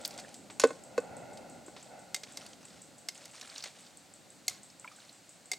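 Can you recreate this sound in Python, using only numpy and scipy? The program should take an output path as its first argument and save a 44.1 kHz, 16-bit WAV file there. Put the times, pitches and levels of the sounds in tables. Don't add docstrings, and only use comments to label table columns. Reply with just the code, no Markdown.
import sys
import numpy as np
from scipy import signal
from scipy.fft import rfft, irfft, next_fast_len
from scipy.io import wavfile
from scipy.ndimage import uniform_filter1d

SR = 44100
rng = np.random.default_rng(int(sys.argv[2]) if len(sys.argv) > 2 else 0)


def int16_out(signal):
    q = np.round(np.clip(np.atleast_2d(signal).T, -1, 1) * 32767)
    wavfile.write(sys.argv[1], SR, q.astype(np.int16))


N = 246078
TIME = np.arange(N) / SR
AGE = np.arange(SR // 4) / SR


def falling_food(swell_s=0.0035, contact_s=0.00031, spot_db=1.7, detune=0.0053):
    # (time [s], ring
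    # [dB], hardness [Hz], crack [dB], plop [dB], plop pitch [Hz], life of the air pocket [s])
    landings = [(0.5977, -20.5, 7000, -24.5, -71.5, 470, .01), (0.6373, -16, 830, -26.5, -5.5, 464, 0.0088),
                (0.6485, -26, 930, -51, -14.5, 467, 0.014), (0.7057, -34.5, 990, -56, -31, 470, 0.0096),
                (0.9785, -25, 850, -37.5, -15.5, 483, 0.012), (1.681, -43.5, 600, -60, -36, 343, 0.006)]
    # (frequency [Hz], level [dB], t60 [s])
    pot_modes = [(264.7, 2.5, 0.096), (309, 1, 0.088), (350, -5.5, 0.025), (592, 3.5, 0.034),
                 (770, -4.5, 0.07), (1068, 0, 0.055), (1148, -10.5, 0.055), (1197, -5.5, 0.045),
                 (1501, -1, 0.07), (1647, -5.5, 0.021), (1807, -12.5, 0.094), (2136, -2, 0.026),
                 (2606, -6, 0.069), (3490, -6.5, 0.04), (6390, -4, 0.03), (6586, -2.5, 0.049),
                 (6730, -1, .025), (7160, -1.5, 0.052), (8990, -20, .045), (9950, -11.5, 0.071)]
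    out = np.zeros(N)
    for start, ring_db, hardness_hz, crack_db, plop_db, plop_hz, life_s in landings:
        modes = [(hz * (1 + detune * rng.standard_normal()), db + spot_db * rng.standard_normal(), t60)
                 for hz, db, t60 in pot_modes]
        wall = ring(modes, hardness_hz) * fade_in(contact_s)
        impact = crack(t60=0.043, tilt_db=np.log2(hardness_hz / 1000))
        pocket = (1 - np.exp(-(AGE / swell_s) ** 2)) * np.exp(-(AGE / life_s) ** 2)
        plop = np.sin(2 * np.pi * plop_hz * AGE) * pocket
        add(out, start, amp(ring_db) * wall + amp(crack_db) * impact + amp(plop_db) * plop)
    return out


def ring(modes, hardness_hz=None):
    out = np.zeros(len(AGE))
    for k, (hz, db, t60) in enumerate(modes):
        share = 1 / (hz / hardness_hz + hardness_hz / hz) if hardness_hz else 1
        out += share * decay(t60, db) * np.sin(2 * np.pi * hz * AGE + k * k)
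    return out


def crack(t60, tilt_db, low_cut_hz=260, treble_hz=9000, treble_life=0.81):
    # (frequency [Hz], level [dB])
    colour = [(80, -42), (400, -7), (900, -5.5), (1500, -5), (2400, 4), (3100, 2), (4500, 8), (7000, 2.5),
              (8800, -2.5), (10000, -12), (12000, -11.5), (16000, -31.5)]
    burst = noise_burst(colour, tilt_db)
    treble = irfft(rfft(burst) * (np.fft.rfftfreq(len(AGE), 1 / SR) > treble_hz), len(AGE))
    damped = (burst - treble) * decay(t60) + treble * decay(t60 * treble_life) / np.sqrt(treble_life)
    return signal.lfilter(*signal.butter(2, low_cut_hz, "high", fs=SR), damped)


def contact(tilt_db, base_t60, ring_db, detune=0.011, spread_s=0.0032):
    # (frequency [Hz], level [dB], t60 [s])
    steel_modes = [(399.6, -23, 0.084), (737, -11, 0.047), (1645, -17.5, .03), (2121, 6.5, 0.025),
                   (3620, -11.5, 0.047), (4430, -16.5, 0.016), (4615, -1.5, 0.03), (5040, -12, 0.025),
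                   (6640, -2, 0.036), (7780, 16.5, 0.0081), (8860, -3.5, 0.031)]
    modes = [(hz * (1 + detune * rng.standard_normal()), db, t60) for hz, db, t60 in steel_modes]
    steel = ring(modes) * fade_in(spread_s)
    crack_t60 = base_t60 * 2 ** (-tilt_db / 15.5)
    return crack(crack_t60, tilt_db) + amp(ring_db) * steel


def dry_knocks():
    # (time [s], level [dB], brightness [dB/octave])
    knocks = [(0.05, -33, 2), (0.057, -34.5, 19), (0.0775, -31, 28), (.108, -43, 2), (.1297, -51, -11),
              (.1395, -50, 5), (0.1776, -47, 0), (0.1872, -41.5, -5), (0.198, -43.5, 6), (0.3423, -45.5, 2),
              (0.5, -44, -10), (0.616, -32.5, -4), (1.373, -47, 5), (1.7646, -45.5, -9)]
    out = np.zeros(N)
    for start, db, tilt_db in knocks:
        add(out, start, amp(db) * contact(tilt_db, base_t60=0.051, ring_db=-22.5))
    return out


def tongs(grip_db=-5):
    # (time [s], level [dB], brightness [dB/octave], ring before the grip [dB])
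    clacks = [(2.1447, -25.5, 3.5, 1.5), (2.162, -38, 0, 5), (2.2342, -37.5, -3, -2), (2.372, -34, 4, -3.5),
              (2.4635, -43.5, 2, -13), (3.0865, -27.5, 2.5, -1.5), (3.2554, -42.5, 7.5, -5),
              (3.4123, -38.5, 2, -8), (3.6391, -35.5, -0.5, 1), (3.658, -41, -6.5, -14),
              (4.481, -21.5, 7.5, -0.5), (4.4962, -34.5, 7, -16), (5.5156, -26, 7, 6.5),
              (5.5330, -33.5, -2, 2.5)]
    out = np.zeros(N)
    for start, db, tilt_db, ring_db in clacks:
        add(out, start, amp(db) * contact(tilt_db, base_t60=0.037, ring_db=ring_db + grip_db))
    return out


def rasps(attack_s=0.00063, skirt_db=-33.5):
    # (time [s], level [dB], pitch [Hz], t60 [s])
    cues = [(0.0496, -25, 4360, 0.027), (3.1767, -40.5, 6430, 0.017), (3.4985, -41.5, 4440, 0.029),
            (3.5593, -40, 4140, 0.041), (3.5808, -29, 5580, 0.016), (3.6047, -39, 4560, 0.027),
            (3.624, -41.5, 5040, 0.063), (3.865, -45.5, 4700, 0.028), (4.701, -46, 5220, 0.016),
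            (5.002, -44.5, 4100, .02), (5.093, -45.5, 4000, 0.032)]
    out = np.zeros(N)
    for start, db, hz, t60 in cues:
        rasp = noise_burst([(hz / 2, skirt_db), (hz, 0), (hz * 2, skirt_db)])
        add(out, start, fade_in(attack_s) * decay(t60, db) * rasp)
    return out


def stirring(fizz_db=-1, clump_db=2.2):
    # (frequency [Hz], level [dB])
    colour = [(40, -26.5), (300, 3.5), (1200, 6), (3000, 7), (5500, 6.5), (9000, 1), (16000, -30)]
    swish = amp(fizz_db) * fizz() + rng.standard_normal(N)
    clumps = amp(clump_db * wander(samples=260))
    return coloured(swish * clumps, colour) * shoving()


def fizz(pitches=20, pops_per_s=1900, cycles=4.5, spread_db=3.7):
    out = np.zeros(N)
    age = AGE[:SR // 30]
    for hz in np.geomspace(600, 10000, pitches):
        bursts = rng.random(N) < pops_per_s / pitches / SR
        sizes = np.minimum(rng.exponential(1, N), 4)
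        progress = np.pi * hz * age / cycles
        blip = np.sin(2 * np.pi * hz * age) * progress * np.exp(-progress) * hz
        out += signal.oaconvolve(bursts * amp(spread_db * sizes), blip)[:N]
    return unit_rms(out)


def shoving(attack_s=0.0032, release_s=0.054):
    # (start [s], length [s], level [dB])
    shoves = [(0, 0.19, -57), (0.187, 0.13, -61), (0.66, 0.078, -60.5), (1.766, 0.05, -57.5),
              (2.261, 0.23, -57), (2.608, 0.16, -61), (3.149, .12, -56.5), (3.331, 0.25, -54),
              (3.532, 0.056, -54.5), (3.623, 0.035, -50.5), (3.749, 0.15, -61), (4.495, 0.019, -51.5),
              (4.897, 0.21, -62)]
    power = np.zeros(N)
    for start, length, db in shoves:
        attack = np.clip((TIME - start) / attack_s, 0, 1)
        release = np.exp(-np.maximum(TIME - start - length, 0) / release_s)
        power += (amp(db) * attack * release) ** 2
    return np.sqrt(power)


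def bubbles(open_s=0.0009, squelch_db=-9):
    # (time [s], level [dB], starting pitch [Hz], t60 [s])
    pops = [(.247, -37.5, 1720, 0.017), (2.425, -40, 1260, 0.02), (4.8452, -33.5, 1350, 0.014),
            (4.8496, -40, 967, 0.052), (4.8445, -41, 2130, 0.029), (4.876, -35, 2330, 0.03),
            (4.915, -48.5, 1195, 0.065), (4.986, -43.5, 1530, 0.018)]
    out = np.zeros(N)
    for start, db, hz, t60 in pops:
        squelch = amp(squelch_db) * noise_burst([(hz / 4, -25), (hz, 0), (hz * 4, -32)])
        tone = np.sin(2 * np.pi * hz * AGE * (1 + 2 * AGE))
        add(out, start, fade_in(open_s) * decay(t60, db) * (tone + squelch))
    return out


def burner(flutter_db=0.7):
    # (time [s], level [dB])
    rumble_ride = [(0, -56.5), (.45, -57), (.87, -59), (1.1, -52.5), (1.45, -55), (1.8, -60.5), (2.85, -60),
                   (3.15, -64), (4.1, -64.5), (4.52, -61), (5.0, -67), (5.58, -64.5)]
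    roar_ride = [(0, -52.5), (.22, -53), (.42, -63), (.9, -55), (1.13, -48), (1.46, -51.5), (1.62, -57),
                 (1.84, -60), (1.92, -50.5), (2.32, -63.5), (2.39, -55.5), (2.55, -63.5), (2.8, -62.5),
                 (4, -65.5), (5.58, -68)]
    # (frequency [Hz], level [dB])
    rumble_colour = [(25, -27), (40, -42.5), (70, -12), (120, -4), (190, 1), (290, -1), (400, -8.5),
                     (700, -13.5), (4000, -73)]
    hiss_colour = [(40, -24), (700, 0), (2200, 0), (3300, -1.5), (4400, 1.5), (5500, -2.5), (7000, -.5),
                   (8500, -2), (9700, -10), (13000, -14.5), (16000, -18)]
    # (frequency [Hz], half-width [Hz], level [dB])
    air_modes = [(566, 88, 10.5), (754, 115, 9), (1420, 100, 1), (2060, 176, -6), (2630, 110, -8)]

    def resonance(hz):
        peaks = [amp(db) / (1 + ((hz - centre) / width) ** 2) for centre, width, db in air_modes]
        return np.linalg.norm(peaks, axis=0)

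    flutter = amp(flutter_db * wander(samples=1000))
    rumble = fader(rumble_ride) * wide_noise(lambda hz: amp(curve_at(rumble_colour, hz)))
    roar = fader(roar_ride) * wide_noise(resonance)
    hiss = amp(-61.2) * wide_noise(lambda hz: amp(curve_at(hiss_colour, hz)))
    return flutter * (rumble + roar) + hiss


def insect(gap_s=0.165, chirp_hz=7500, rise_hz=900, rise_s=0.016, uneven_db=1.3):
    # (frequency [Hz], level [dB])
    colour = [(1000, -48), (3500, -20.5), (4500, -20), (5600, -10.5), (6800, -2.5), (7700, 6), (8600, 3.5),
              (9300, -17.5), (14000, -34.5)]
    # (time [s], level [dB])
    ride = [(.5, -42.5), (.9, -47), (5.5, -48.5)]
    out = np.zeros(N)
    snap_and_echo = np.hypot(decay(t60=0.018), decay(t60=0.5, db=-12))
    pitch = chirp_hz + rise_hz * fade_in(rise_s)
    chirp = np.sin(2 * np.pi * np.cumsum(pitch) / SR) * decay(t60=0.18, db=-11)
    for start in np.arange(0.0125, N / SR, gap_s):
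        rasp = noise_burst([(200, -6), (800, -46)])
        tick = snap_and_echo * noise_burst(colour) + chirp * rasp
        add(out, start, amp(uneven_db * rng.standard_normal()) * tick)
    return out * fader(ride)


def clearing(x, near_db=-16, far_db=-26, low_cut_hz=700, width_db=-19):
    near = rng.standard_normal(len(AGE)) * decay(t60=0.27) * (AGE > 0.004)
    far = rng.standard_normal((2, len(AGE))) * decay(t60=0.53) * (AGE > 0.008)
    echo = amp(near_db) * near / np.linalg.norm(near) + amp(far_db) * far / np.linalg.norm(far[0])
    treble = signal.lfilter(*signal.butter(1, low_cut_hz, "high", fs=SR), x)
    side = amp(width_db) * signal.hilbert(treble, next_fast_len(N)).imag[:N]
    return x + np.array([-side, side]) + signal.fftconvolve(treble[None], echo, axes=1)[:, :N]


def wide_noise(gain_at):
    # (frequency [Hz], left-right likeness [0..1])
    image = [(25, 0.35), (60, 1), (150, 0.5), (300, 0.67), (8000, 0.9)]
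    hz = np.fft.rfftfreq(2 ** 18, 1 / SR)
    likeness = curve_at(image, hz)
    noise = rng.standard_normal((4, len(hz)))
    mid = np.sqrt(1 + likeness) * (noise[0] + 1j * noise[1])
    side = np.sqrt(1 - likeness) * (noise[2] + 1j * noise[3])
    return unit_rms(irfft(np.array([mid + side, mid - side]) * gain_at(hz))[:, :N])


def noise_burst(colour, tilt_db=0):
    return coloured(rng.standard_normal(len(AGE)), colour, tilt_db)


def coloured(x, colour, tilt_db=0):
    hz = np.fft.rfftfreq(len(x), 1 / SR)
    eq_db = curve_at(colour, hz) + tilt_db * np.log2(hz / 1000 + 0.5)
    return unit_rms(irfft(rfft(x) * amp(eq_db), len(x)))


def curve_at(points, hz):
    point_hz, values = np.transpose(points)
    return np.interp(np.log(hz + 1), np.log(point_hz), values)


def wander(samples):
    return unit_rms(uniform_filter1d(uniform_filter1d(rng.standard_normal(N), samples), samples))


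def fade_in(rise_s):
    return 1 - np.exp(-AGE / rise_s)


def decay(t60, db=0):
    return amp(db - 60 * AGE / t60)


def fader(ride):
    return amp(np.interp(TIME, *np.transpose(ride)))


def amp(db):
    return 10 ** (np.asarray(db) / 20)


def unit_rms(x):
    return x / np.sqrt(np.mean(x ** 2) + 1e-20)


def add(mix, start_s, sound):
    part = mix[round(start_s * SR):][:len(sound)]
    part += sound[:len(part)]


def scene():
    foreground = falling_food() + dry_knocks() + tongs() + rasps() + stirring() + bubbles()
    return clearing(foreground) + burner() + insect()


def record(dry):
    low_pass = signal.firwin(401, cutoff=16300, window=("kaiser", 9), fs=SR)
    return signal.oaconvolve(dry, low_pass[None], "same")


dry = scene()
out = record(dry)
int16_out(out)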